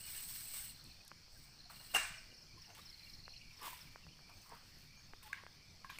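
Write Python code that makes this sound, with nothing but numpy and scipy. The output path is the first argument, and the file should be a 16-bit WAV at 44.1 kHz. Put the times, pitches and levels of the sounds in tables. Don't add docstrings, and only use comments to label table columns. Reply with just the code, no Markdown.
import sys
import numpy as np
from scipy import signal
from scipy.fft import rfft, irfft, next_fast_len
from scipy.io import wavfile
from scipy.ndimage import uniform_filter1d

SR = 44100
rng = np.random.default_rng(int(sys.argv[2]) if len(sys.argv) > 2 else 0)


def wav_out(sig):
    wavfile.write(sys.argv[1], SR, np.round(np.clip(np.atleast_2d(sig).T, -1, 1) * 32767).astype(np.int16))


def volts_from_db(level):
    exponent = np.asarray(level, float) / 20
    return 10 ** exponent


N = 264159

# frequency in Hz, level in dB per Hz.
AIR_SPECTRUM = [(30, -8), (59, -7.5), (120, -3.5), (190, -12), (469, -24), (1140, -23.5), (1500, -24.5),
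                (2360, -21.5), (2900, -23.5), (3800, -24), (6500, -32), (8200, -31), (11000, -38.5),
                (15500, -35)]
AIR_DB = -64
# start in seconds, hold in seconds, level in dB.
GUSTS = [
    (0.156, 0.55, -62),
    (.9, .03, -61),
    (1.418, .01, -57.5),
    (1.942, 0.3, -59),
    (2.994, 0.49, -61),
    (5.147, .01, -60.5),
    (5.49, .01, -62.5),
]
LULL_DB, GUST_RISE, GUST_FALL = -67, 54, 75
# centre in Hz, width in Hz, level in dB.
CHORUS_BANDS = [(4430, 600, -0.5), (5060, 990, -1), (5560, 1080, -4)]
# frequency in Hz, level in dB.
CHORUS_EDGE = [(3300, -6), (3950, -6), (4200, 0), (7000, -0.5)]
# time in seconds, level in dB.
CHORUS_SWELL = [(0, -63), (1, -65), (1.5, -65.5), (2.3, -64), (3, -65.5), (3.5, -64.5), (4, -66),
                (4.6, -65), (5.2, -67), (6, -66.5)]

# time in seconds, level in dB under its peak.
LONG_PULL = [
    (0, -8),
    (.12, -2),
    (.3, -3),
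    (.432, -4),
    (.58, 0),
    (.65, -3.5),
    (.71, -9),
    (.745, -18.5),
    (.9, -34),
]
# leaf hiss, blade ring and stem rasp in dB.
LONG_PULL_PEAKS = (-51.5, -52, -61.5)
# start in seconds, length in seconds, hiss, ring and rasp in dB.
PULLS = [(0.028, 0.14, -75, -70, -58.5), (.46, .12, -75, -70, -58), (.8, 0.079, -76, -73, -70.5),
         (1.3, 0.14, -74.5, -69.5, -81), (1.696, 0.34, -63.5, -63.5, -65.5), (2.578, 0.14, -80, -86, -71.5),
         (2.96, .14, -74, -84, -78), (3.5, .08, -79, -88, -68), (3.586, 0.042, -71, -82, -62.5),
         (3.625, 0.036, -56, -72, -53.5), (4.27, 0.19, -74, -79, -75), (4.68, 0.14, -76.5, -84, -71.5)]
CLIMB_DB, LET_GO = 6.5, 97
# start in seconds, hiss, ring and rasp in dB, fade in dB per second.
JOLTS = [
    (2.747, -70, -77, -64, 43),
    (3.69, -66, -68, -56.5, 92),
    (4.5, -76, -77, -68, 34),
    (5.228, -67, -76, -62.5, 130),
    (5.846, -80, -86, -66, 300),
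    (5.897, -83, -84, -57, 92),
]
JOLT_S = 0.4
RING_FOLLOW, RASP_FOLLOW = 0.94, .6
# frequency in Hz, level in dB per Hz.
HISS_SPECTRUM = [(2000, -32), (3300, -8), (5000, -3), (6800, -6), (8300, -1), (10200, -6), (12700, -1.5),
                 (15500, 2.5)]
# frequency in Hz, level in dB per Hz.
RASP_SPECTRUM = [(200, -15), (500, -14), (1100, -7.5), (1600, -3.5), (2300, -0.5), (2900, -2), (3600, -2.5),
                 (5000, -16)]

# start in seconds, end in seconds, seconds between pairs, level in dB.
TRILLS = [
    (.032, .51, .0502, -54.5),
    (0.533, .93, .0517, -55),
    (1.584, 1.93, .0519, -54.5),
    (2.871, 3.33, .0519, -53.5),
]
# start in seconds, level in dB.
STRAYS = [
    (.001, -55),
    (.626, -59),
    (3.316, -52),
    (3.358, -52),
    (3.371, -53),
]
PAIR_GAP_S, PAIR_LEAD_DB = .0146, -2.5
UNEVEN_DB, UNEVEN_PITCH = 1.5, .01
# start in seconds, end in seconds, level in dB.
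PHRASES = [
    (0.029, .4, -57.5),
    (2.331, 3.83, -56),
]
TRIPLE_S, TRIPLE_GAP_S, TRIPLE_LEAD_DB = .2385, .0397, -8
OVERTONE_DB, LEAD_OVERTONE_DB = -26, -14
# start in seconds, level in dB, first pitch in Hz, last pitch in Hz, length in seconds.
NOTES = [(1.0, -61, 2540, 2480, 0.022), (1.045, -71, 1780, 1500, 0.047), (1.07, -65, 4000, 3600, 0.019),
         (1.349, -66.5, 1773, 1470, 0.038), (2.566, -63, 1060, 1030, .032), (2.78, -58, 1130, 1210, .026),
         (2.762, -64, 850, 900, .03), (2.512, -66, 2330, 2500, .038), (2.68, -69, 6100, 6500, 0.049),
         (2.71, -66, 5900, 6700, 0.052), (2.811, -61, 3840, 3850, 0.017), (2.828, -62, 3900, 3850, .012),
         (3.062, -60, 2760, 2790, 0.023), (2.82, -68, 3100, 3080, 0.015), (4.03, -61.5, 2800, 2630, 0.022),
         (4.118, -64, 3130, 2970, 0.03), (1.755, -62, 2800, 2810, 0.025), (1.78, -63.5, 2830, 2830, 0.047),
         (1.888, -59, 2870, 2830, 0.038), (4.355, -68, 6200, 6500, 0.038), (4.4, -68, 5900, 6600, .045),
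         (4.948, -67, 6100, 6800, 0.073), (5.024, -68, 5960, 6730, 0.039), (5.234, -59.5, 875, 833, 0.066),
         (5.288, -59, 1000, 1190, .04), (2.171, -55, 6120, 4580, 0.031)]
# frequency in Hz, t60 in seconds.
GROVE_DECAY = [(300, .3), (790, .45), (2090, .58), (5510, .6), (9000, .5), (13000, .3)]

# start in seconds, level in dB, pitch in Hz, t60 in seconds.
CLINKS = [(.008, -54, 2850, .1), (.0368, -50.5, 2910, .08), (.0643, -54, 2910, .08),
          (.075, -55.5, 2460, .2), (.09, -55, 2900, .08), (.128, -54, 2240, .06), (0.143, -52, 2800, 0.15),
          (.155, -53, 1650, 0.076), (.305, -58, 1050, 0.049), (.4065, -52, 2240, .05),
          (.463, -56, 2600, 0.091), (.5387, -53, 2850, .08), (.5387, -51.5, 2230, 0.13),
          (.539, -53.5, 1150, 0.09), (.582, -58, 2840, .12), (.592, -52, 2140, .06), (.636, -57, 2900, .12),
          (.66, -50, 2900, 0.076), (.694, -53.5, 2870, .08), (2.138, -43.5, 2840, 0.069),
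          (2.313, -57, 2830, .1), (2.645, -57, 2850, 0.06), (2.7, -60, 2800, .06), (2.7, -61, 2750, .08),
          (2.7, -58.5, 693, 0.086), (2.7, -54, 1490, .05), (2.75, -55, 2820, .05),
          (2.785, -60.5, 450, 0.093), (2.911, -64, 2100, .08), (3.655, -44, 960, .03),
          (3.591, -60, 1200, .08), (3.714, -54, 2300, .1), (5.9, -59, 3800, .15), (5.906, -62, 6600, .15),
          (5.943, -58, 3400, .1), (5.853, -58, 1650, .06), (5.918, -58, 1600, .2), (5.93, -56, 3030, .04),
          (5.944, -56, 3000, .04), (5.955, -57, 3000, .08), (1.962, -38.5, 760, .06), (.537, -57, 600, .05),
          (1.702, -60, 603, .06)]
CLINK_ROUGH, CLINK_WIDTH = .55, 220
# start in seconds, hold in seconds, level in dB, pitch in Hz.
FAR_WHISTLES = [(.9, .02, -68, 2510), (1.463, 0.024, -70.5, 2340), (2.5, 0.046, -70, 2360),
                (3.02, 0.081, -67.5, 2340), (3.425, .07, -65, 2330), (3.54, .02, -71, 2200),
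                (3.87, 0.079, -67, 2350), (4.236, 0.1, -67.5, 2360), (4.927, 0.034, -66, 2375),
                (5.13, .01, -80, 2390), (5.58, 0.11, -70.5, 2360), (5.79, .04, -81, 2420)]
# start in seconds, hold in seconds, level in dB, pitch in Hz.
THIN_WHISTLES = [
    (.8, .2, -74, 3650),
    (5.158, 0.16, -72.5, 3670),
]
FAR_RISE, FAR_FALL = 180, 140
FAR_WANDER = .018
# start in seconds, peak in dB, brightness in Hz.
SNAPS = [(.841, -48, 10500), (1.0494, -51, 10500), (1.079, -42.5, 7350), (1.375, -54, 9000),
         (1.703, -54, 9000), (1.961, -28, 11000), (2.75, -46.5, 8000), (1.948, -32, 11000),
         (1.953, -33, 12000), (1.958, -34, 9500), (1.9642, -32, 8000), (1.968, -35, 13000),
         (2.7806, -50, 11000), (3.5932, -56, 11000), (3.6157, -48, 11000), (3.63, -45, 10000),
         (3.7319, -48, 11000), (3.777, -52, 9000), (3.93, -58, 11000), (4.5506, -54, 11000),
         (5.2699, -51, 11000), (4.298, -56, 10000), (4.4178, -51, 10000), (4.4932, -47.5, 8000),
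         (4.7855, -54, 10000), (5.236, -49, 12000), (5.3296, -43, 6000), (5.3305, -46, 4000),
         (2.795, -52, 5000), (2.818, -53, 6000), (2.974, -57, 10000), (5.851, -57, 10000),
         (5.904, -51, 12500), (5.9863, -39, 9000)]
# start in seconds, peak in dB, rate of swing in Hz.
POPS = [(1.115, -38.5, 1330), (1.11578, -45, 1300), (1.1185, -53, 700), (1.28, -58, 708), (2.326, -56, 425),
        (3.279, -39, 1290), (3.958, -39, 1120), (4.066, -49, 1050), (4.191, -51.5, 1050),
        (5.1341, -39.5, 1400), (5.1366, -50, 700), (5.4338, -52, 900), (5.4358, -45.5, 937),
        (5.4648, -38.5, 1370), (3.0595, -58, 1500), (5.9851, -41, 1500), (5.985, -40, 5500)]
# start in seconds, hold in seconds, level in dB, resonance in Hz, roughness 0-1.
CREAKS = [(1.663, .004, -72, 700, 0.2), (2.69, 0.041, -67, 790, 0.55), (2.781, 0.013, -64, 1144, 0.5),
          (3.61, .008, -61, 1080, .4), (3.62, 0.014, -54, 1060, 0.44), (3.642, 0.035, -49, 1130, 0.3),
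          (3.711, .006, -63, 1010, .4), (4.461, 0.011, -65, 1100, .1), (4.505, 0.014, -58.5, 1020, .6),
          (4.525, 0.0095, -53.5, 960, 0.66), (5.329, 0.098, -66, 1070, 0.2)]
CREAK_RISE, CREAK_FALL = 630, 820
CREAK_WANDER = .05
# start in seconds, level in dB, centre in Hz, width in Hz, t60 in seconds.
SCUFFS = [(1.698, -56, 1200, 830, 0.2), (1.799, -61, 1000, 1600, 0.18), (2.748, -56.5, 2700, 3400, 0.06),
          (2.775, -60, 2200, 3000, .12), (2.698, -62, 1700, 2400, .07), (4.292, -57.5, 990, 610, 0.13),
          (1.942, -43, 13000, 10000, 0.17), (4.54, -61, 1330, 1050, 0.44), (3.635, -60, 770, 480, 0.25),
          (1.7, -63.5, 720, 400, .2), (1.938, -51.5, 560, 630, 0.073), (1.947, -42.5, 720, 310, 0.094),
          (5.336, -55, 2100, 1600, 0.26), (5.897, -58, 3600, 2500, .16), (5.841, -60, 2200, 1200, .05),
          (5.37, -58, 2000, 1500, .25)]

# start in seconds, hold in seconds, level in dB, rise and fall in dB per second.
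BITE = [
    (1.939, .008, -47, 6000, 900),
    (1.949, .019, -36, 2500, 1700),
    (1.972, .03, -45.5, 900, 220),
]
# frequency in Hz, level in dB per Hz.
TEAR_SPECTRUM = [(120, -45), (250, -18), (450, -23), (800, -11), (1600, -2.5), (2800, -8), (3300, -13),
                 (4200, -11), (6000, -13.5), (7100, -16.5), (8100, -11), (9500, -20.5), (12000, -28),
                 (15500, -20.5)]
STRIKE_S, HELD_S = 1.948, .021
# frequency in Hz, level in dB, t60 in seconds.
POLE_MODES = [(278, -59, 0.099), (450, -51.5, 0.044), (1124, -43, 0.042), (1218, -46, 0.11),
              (1393, -49.5, 0.27), (1616, -48, 0.03), (2100, -51, .15), (2200, -51, 0.11),
              (2390, -50, 0.15), (2570, -63, .2), (6050, -48, 0.039), (8060, -46, 0.068), (8106, -45, 0.05)]
# frequency in Hz, level in dB, t60 in seconds.
BEATING_PAIR = [(2747, -38, .27), (2803, -38, .27)]
# frequency in Hz, level in dB, t60 in seconds, sag in dB.
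DRIVEN_MODE = (2803, -27, .02, -11)
# start in seconds, level in dB.
REBOUNDS = [
    (1.942, -40),
    (2.032, -39.5),
    (2.07, -49),
]
# start in seconds, level in dB, pitch in Hz, t60 in seconds.
TAPS = [(3.6778, -38.5, 996, 0.028), (3.7085, -53, 1030, .05), (3.7295, -43.5, 993, .04),
        (3.7375, -54, 900, 0.037), (5.225, -55, 2250, .02), (5.229, -56, 1050, .04),
        (5.3285, -42, 2300, .015), (5.3415, -49, 2200, 0.037), (5.345, -49, 1640, 0.034),
        (5.382, -54, 1900, .05), (5.8945, -48, 2400, 0.045), (5.8955, -50, 1600, .03),
        (5.9065, -49, 2390, .03), (5.906, -47, 1600, .03), (5.912, -48, 1600, .03), (5.92, -52, 1055, .04),
        (5.928, -53, 1080, .05), (5.98635, -32, 2300, .0065), (1.9425, -41, 8100, .06),
        (1.9445, -42, 2800, .03), (1.9475, -36, 1090, .04), (1.9485, -37, 800, .03),
        (1.9573, -33, 2150, .04), (1.9565, -35, 8100, .05), (1.9625, -35, 780, .05),
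        (1.9635, -33, 1640, .04), (2.09, -52, 8100, .04), (5.855, -58, 1080, .07), (5.866, -57, 1630, .05)]
# centre in Hz, width in Hz, level in dB, t60 in seconds.
SHIVER_MODES = [(2845, 150, -54, .8), (2390, 83, -53.5, 1), (2096, 90, -56, 0.7), (1980, 60, -59, 1),
                (1533, 89, -52, .7), (2560, 90, -55, 0.68), (8100, 380, -49.5, 0.53), (647, 40, -65, 0.96),
                (2260, 70, -51, 0.43), (1836, 70, -55, .5), (1184, 90, -58, .4), (872, 70, -56, 0.41)]

# start in seconds, end in seconds, level in dB.
ROLLS = [
    (2.512, 2.577, -68),
    (5.52, 5.595, -69),
    (5.682, 5.76, -66.5),
]
TICK_S = .0133
# start in seconds, level in dB, pitch in Hz, length in seconds.
CHIRRUPS = [
    (2.638, -69, 2800, 0.02),
    (3.003, -61.5, 2200, 0.017),
    (3.2515, -61.5, 2650, 0.026),
    (3.327, -57, 2675, 0.028),
    (3.359, -60, 2800, 0.015),
    (3.4, -56.5, 2640, 0.03),
    (3.502, -58, 2500, 0.023),
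    (4.078, -61.5, 2660, 0.027),
]
ZIGZAG_PER_S, ZIGZAG_HZ = 88, 260
# start in seconds, level in dB, low mode in Hz, high mode in Hz,
# high mode above low in dB.
KNOCKS = [
    (5.3296, -33, 1627, 2100, -2.5),
    (5.8455, -44, 1076, 1620, -4.5),
    (5.8985, -46, 1060, 1610, 1),
]
KNOCK_CYCLES, KNOCK_HELD_S = 24, .0032


def rms_one(x):
    return x / np.sqrt(np.mean(x ** 2) + 1e-20)


def read(points, hz):
    f, value = np.transpose(points)
    return np.interp(np.log(hz + 1), np.log(f + 1), value)


def played(points):
    return np.interp(np.arange(N) / SR, *np.transpose(points))


def held(s, hold, db, rise, fall, depth=30):
    return [(s - depth / rise, db - depth), (s, db), (s + hold, db), (s + hold + depth / fall, db - depth)]


def stepped(rows, column):
    return played([(row[0] + end * row[1], row[column]) for row in rows for end in (0, 1)])


def level(curves, silence_db=-150):
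    out = np.full(N, float(silence_db))
    for curve in curves:
        s, db = np.transpose(curve)
        at = np.arange(max(round(s[0] * SR), 0), min(round(s[-1] * SR), N))
        out[at] = np.maximum(out[at], np.interp(at / SR, s, db))
    return uniform_filter1d(volts_from_db(out), size=150)


def drift(size):
    smooth = uniform_filter1d(rng.standard_normal(N), size=size)
    return rms_one(uniform_filter1d(smooth, size=size))


def coloured(x, points):
    size = next_fast_len(len(x))
    gain = volts_from_db(read(points, np.fft.rfftfreq(size, 1 / SR)))
    return rms_one(irfft(rfft(x, size) * gain, size)[:len(x)])


def band(x, hz, width):
    shape = signal.iirpeak(hz, hz / width, SR)
    return rms_one(signal.lfilter(*shape, signal.lfilter(*shape, x)))


def resonate(x, hz, width):
    turn = np.exp(2j * np.pi * np.cumsum(hz) / SR)
    r = np.exp(-np.pi * width / SR)
    return rms_one((turn * signal.lfilter([1], [1, -2 * r, r * r], x * turn.conj())).real)


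def grit(per_s, spread_db, smooth):
    sizes = volts_from_db(spread_db * np.minimum(rng.exponential(1, N), 5))
    slips = sizes * (rng.random(N) < per_s / SR)
    return rms_one(rms_one(slips * rng.standard_normal(N)) + smooth * rng.standard_normal(N))


def ring(hz, db, t60, rise=0.00044, held=0, sag_db=0):
    t = np.arange(round((held + t60) * SR)) / SR
    fall_db = sag_db * np.minimum(t / (held + 1e-9), 1) - 60 * np.maximum(t - held, 0) / t60
    return volts_from_db(db + fall_db) * np.sin(2 * np.pi * hz * t) * (1 - np.exp(-t / rise))


def note(db, from_hz, to_hz, length, overtone_db=-90):
    turns = 2 * np.pi * np.cumsum(np.linspace(from_hz, to_hz, round(length * SR))) / SR
    return volts_from_db(db) * np.hanning(len(turns)) * (np.sin(turns) + volts_from_db(overtone_db) * np.sin(2 * turns))


def add(mix, s, sound):
    part = mix[round(s * SR):][:len(sound)]
    part += sound[:len(part)]


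def air(patchy_db=2.5):
    frames, hz = N // 256 + 5, np.fft.rfftfreq(1024, 1 / SR)
    a, b, patches = rng.standard_normal((frames, 513, 3)).T
    patches = uniform_filter1d(patches, size=10, axis=0)
    patches = rms_one(uniform_filter1d(patches, size=12, axis=1))
    z = (a + 1j * b) * volts_from_db(read(AIR_SPECTRUM, hz)[:, None] + patchy_db * patches)
    return volts_from_db(AIR_DB) * rms_one(signal.istft(z, nperseg=1024, noverlap=768)[1][:N])


def wind():
    spectrum = [(8, 0.0), (22, -1.0), (50, -12.5), (100, -21.0), (250, -45.5)]  # Hz, dB
    low = coloured(rng.standard_normal(N), spectrum)
    return low * level([held(*gust, GUST_RISE, GUST_FALL) for gust in GUSTS], LULL_DB) * volts_from_db(-1.5)


def insects():
    bands = sum(volts_from_db(db) * band(grit(5000, 2.7, 0.72), hz, width) for hz, width, db in CHORUS_BANDS)
    return coloured(bands, CHORUS_EDGE) * volts_from_db(played(CHORUS_SWELL))


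def strokes():
    moves = [(LONG_PULL, LONG_PULL_PEAKS)]
    for s, length, *peaks in PULLS:
        end = s + length
        moves.append(([(s, -CLIMB_DB), (end, 0), (end + 30 / LET_GO, -30)], peaks))
    for s, *peaks, fade in JOLTS:
        end, low = s + JOLT_S, -fade * JOLT_S
        moves.append(([(s, 0), (end, low), (end + 30 / LET_GO, low - 30)], peaks))
    return [level([[(s, peaks[k] + follow * db) for s, db in pressure] for pressure, peaks in moves])
            for k, follow in enumerate((1, RING_FOLLOW, RASP_FOLLOW))]


def rubbing():
    slips = grit(6000, 2, 1.2)
    hiss_gain, ring_gain, rasp_gain = strokes()
    flurry = volts_from_db(1.7 * drift(size=700))
    blade = rms_one(band(slips, 8100, 600) + band(slips, 8560, 1200)) * volts_from_db(2.2 * drift(size=900))
    blade += volts_from_db(-6.5 + 2.5 * drift(size=900)) * band(slips, 15400, 250)
    pole = sum(volts_from_db(db + 0.5 + 4.7 * drift(size=2500)) * band(slips, hz, 260)
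               for hz, db in [(1600, -9.5), (2220, -7), (2850, -4.0)])
    steel = volts_from_db(-2.0) * ring_gain * (blade + volts_from_db(-13) * pole)
    hiss = volts_from_db(6.5) * hiss_gain * coloured(slips, HISS_SPECTRUM) * flurry
    rasp = rasp_gain * flurry * coloured(grit(2500, 2.2, 1.45), RASP_SPECTRUM)
    return hiss + steel + rasp


def birds():
    out = np.zeros(N)
    pair_chirp = (4640, 3830, .0148, -90)
    chirps = [(s, db, *pair_chirp) for s, db in STRAYS]
    for start, end, step, db in TRILLS:
        for s in np.arange(start, end, step):
            chirps += [(s + k * PAIR_GAP_S, db + (1 - k) * PAIR_LEAD_DB, *pair_chirp) for k in (0, 1)]
    for start, end, db in PHRASES:
        for first in np.arange(start, end, TRIPLE_S):
            for k in range(3):
                s = first + k * TRIPLE_GAP_S
                octave_db = OVERTONE_DB if k else LEAD_OVERTONE_DB
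                if s < end:
                    chirps.append((s, db + (k == 0) * TRIPLE_LEAD_DB, 6100, 4600, .03, octave_db))
    uneven = rng.standard_normal((len(chirps), 2))
    for (s, db, from_hz, to_hz, length, octave_db), (loud, high) in zip(chirps, uneven):
        bend = 1 + UNEVEN_PITCH * high
        add(out, s, note(db + UNEVEN_DB * loud, from_hz * bend, to_hz * bend, length, octave_db))
    for s, *shape in NOTES:
        add(out, s, note(*shape))
    return out


def grove(x):
    echoes, at = np.zeros(SR), np.arange(300, SR - 20, 20)
    echoes[at + rng.integers(0, 20, len(at))] = rng.choice([-1., 1.], len(at))
    hz, t, z = signal.stft(echoes, SR, nperseg=256)
    t60 = np.clip(read(GROVE_DECAY, hz), .15, .9)[:, None]
    tail = signal.istft(z * volts_from_db(-60 * t / t60), SR, nperseg=256)[1]
    return signal.fftconvolve(x, tail / np.linalg.norm(tail))[:N]


def clinks():
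    out, t = np.zeros(N), np.arange(9000) / SR
    for (s, db, hz, t60), rattle in zip(CLINKS, rng.standard_normal((len(CLINKS), len(t)))):
        fade = volts_from_db(db - 60 * t / t60) * np.minimum(t / .002, 1)
        add(out, s, (1 - CLINK_ROUGH) * ring(hz, db, t60, rise=0.0017))
        add(out, s, CLINK_ROUGH * fade * band(rattle, hz, CLINK_WIDTH))
    return out


def far_birds():
    out, blur = np.zeros(N), grit(600, 2.5, 1.5)
    for calls in (FAR_WHISTLES, THIN_WHISTLES):
        gain = level([held(s, hold, db, FAR_RISE, FAR_FALL) for s, hold, db, hz in calls])
        hz = stepped(calls, column=3) * (1 + FAR_WANDER * drift(size=600))
        out += gain * volts_from_db(-2.5) * resonate(blur, hz, 150)
    return out


def snaps():
    out, t = np.zeros(N), np.arange(500) / SR
    for (s, db, hz), burst in zip(SNAPS, rng.standard_normal((len(SNAPS), len(t)))):
        add(out, s, volts_from_db(db - 8.5 - 60 * t / 0.016) * band(burst, hz, 7800))
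    return out


def pops():
    out, t = np.zeros(N), np.arange(-60, 120) / SR
    for s, db, hz in POPS:
        u = t * hz * 5.67
        swing = volts_from_db(db + 3.5) * u * np.exp(-u ** 2 / 2)
        add(out, s, swing)
        add(out, s + 0.00194, 0.13 * swing)
    return out


def creaks():
    hz, slips = stepped(CREAKS, column=3), grit(1500, 2, .8)
    rough = np.clip(stepped(CREAKS, column=4), 0, 1)
    broad = resonate(slips, hz * (1 + CREAK_WANDER * drift(size=300)), 550)
    broad = broad + 0.38 * band(slips, 490, 150) + 0.4 * band(slips, 1510, 730)
    gain = level([held(s, hold, db, CREAK_RISE, CREAK_FALL) for s, hold, db, *_ in CREAKS])
    return gain * rms_one(rough * broad + (1 - rough) * resonate(slips, hz, 180))


def scuffs():
    out, t = np.zeros(N), np.arange(9000) / SR
    for (s, db, hz, width, t60), puff in zip(SCUFFS, rng.standard_normal((len(SCUFFS), len(t)))):
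        add(out, s, volts_from_db(db - 60 * t / t60) * (1 - np.exp(-t / 0.0011)) * band(puff, hz, width))
    return out


def chop():
    tear = volts_from_db(-.7) * level([held(*row) for row in BITE]) * coloured(grit(7000, 2.3, 1.1), TEAR_SPECTRUM)
    metal = np.zeros(N)
    for hz, db, t60 in POLE_MODES + BEATING_PAIR:
        add(metal, STRIKE_S, ring(hz, db, t60, held=HELD_S))
    add(metal, STRIKE_S, ring(*DRIVEN_MODE[:3], held=HELD_S, sag_db=DRIVEN_MODE[3]))
    for s, db in REBOUNDS:
        add(metal, s, ring(8150, db, 0.036))
    return tear, metal


def taps():
    out = np.zeros(N)
    for s, db, hz, t60 in TAPS:
        add(out, s, ring(hz, db, t60, rise=.0003))
    return out


def shiver():
    out, t = np.zeros(N), np.arange(round(.6 * SR)) / SR
    rattles = rng.standard_normal((len(SHIVER_MODES), len(t)))
    for (hz, width, db, t60), rattle in zip(SHIVER_MODES, rattles):
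        add(out, STRIKE_S + HELD_S, volts_from_db(db - 60 * t / t60) * band(rattle, hz, width))
    return out


def cricket():
    out = np.zeros(N)
    for start, end, db in ROLLS:
        for s in np.arange(start, end, TICK_S):
            add(out, s, note(db + 1.9 * rng.standard_normal(), 6330, 5800, .008))
    return out


def chirrups():
    out = np.zeros(N)
    for s, db, hz, length in CHIRRUPS:
        t = np.arange(round(length * SR)) / SR
        zigzag = ZIGZAG_HZ / ZIGZAG_PER_S * np.sin(2 * np.pi * ZIGZAG_PER_S * t)
        add(out, s, volts_from_db(db) * np.hanning(len(t)) * np.sin(2 * np.pi * hz * t - zigzag))
    return out


def knocks():
    out, t = np.zeros(N), np.arange(300) / SR
    cracks = rng.standard_normal((len(KNOCKS), len(t)))
    for (s, db, low_hz, high_hz, high_db), crack in zip(KNOCKS, cracks):
        t60 = KNOCK_CYCLES / low_hz
        add(out, s, ring(low_hz, db, t60, held=KNOCK_HELD_S))
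        add(out, s, ring(high_hz, db + high_db, 0.68 * t60, held=KNOCK_HELD_S / 2))
        add(out, s, volts_from_db(db - 16 - 60 * t / 0.056) * band(crack, 1830, 2000))
    return out


def scene():
    bed = air() + wind() + insects() + far_birds() + cricket()
    song, calls = volts_from_db(1.5) * birds(), chirrups()
    tear, metal = chop()
    hits = knocks() + taps() + snaps() + scuffs()
    sent = volts_from_db(-2.5) * tear + volts_from_db(-19) * metal + volts_from_db(-15) * hits + volts_from_db(-13) * song + volts_from_db(-4) * calls
    work = rubbing() + creaks() + pops() + clinks() + shiver()
    return (tear + metal + hits + song + calls + grove(sent) + work + bed)[None]


def roll_off(x):
    return signal.sosfilt(signal.butter(12, 16570, fs=SR, output="sos"), x)


def record(dry):
    hz, t, z = signal.stft(dry, SR, nperseg=2048)
    local_db = 10 * np.log10(uniform_filter1d(abs(z) ** 2, size=7, axis=1) + 1e-30)
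    faint = (local_db < -110.2) & (hz[:, None] > 10800) & (hz[:, None] < 14800)
    thinned = signal.istft(z * np.where(faint, .12, 1), SR, nperseg=2048)[1][:, :N]
    edge = signal.firwin(511, 15530, window=("kaiser", 9), fs=SR)
    mix = signal.oaconvolve(thinned, edge[None], "same")
    return roll_off(mix)


dry = scene()
out = record(dry)
wav_out(out)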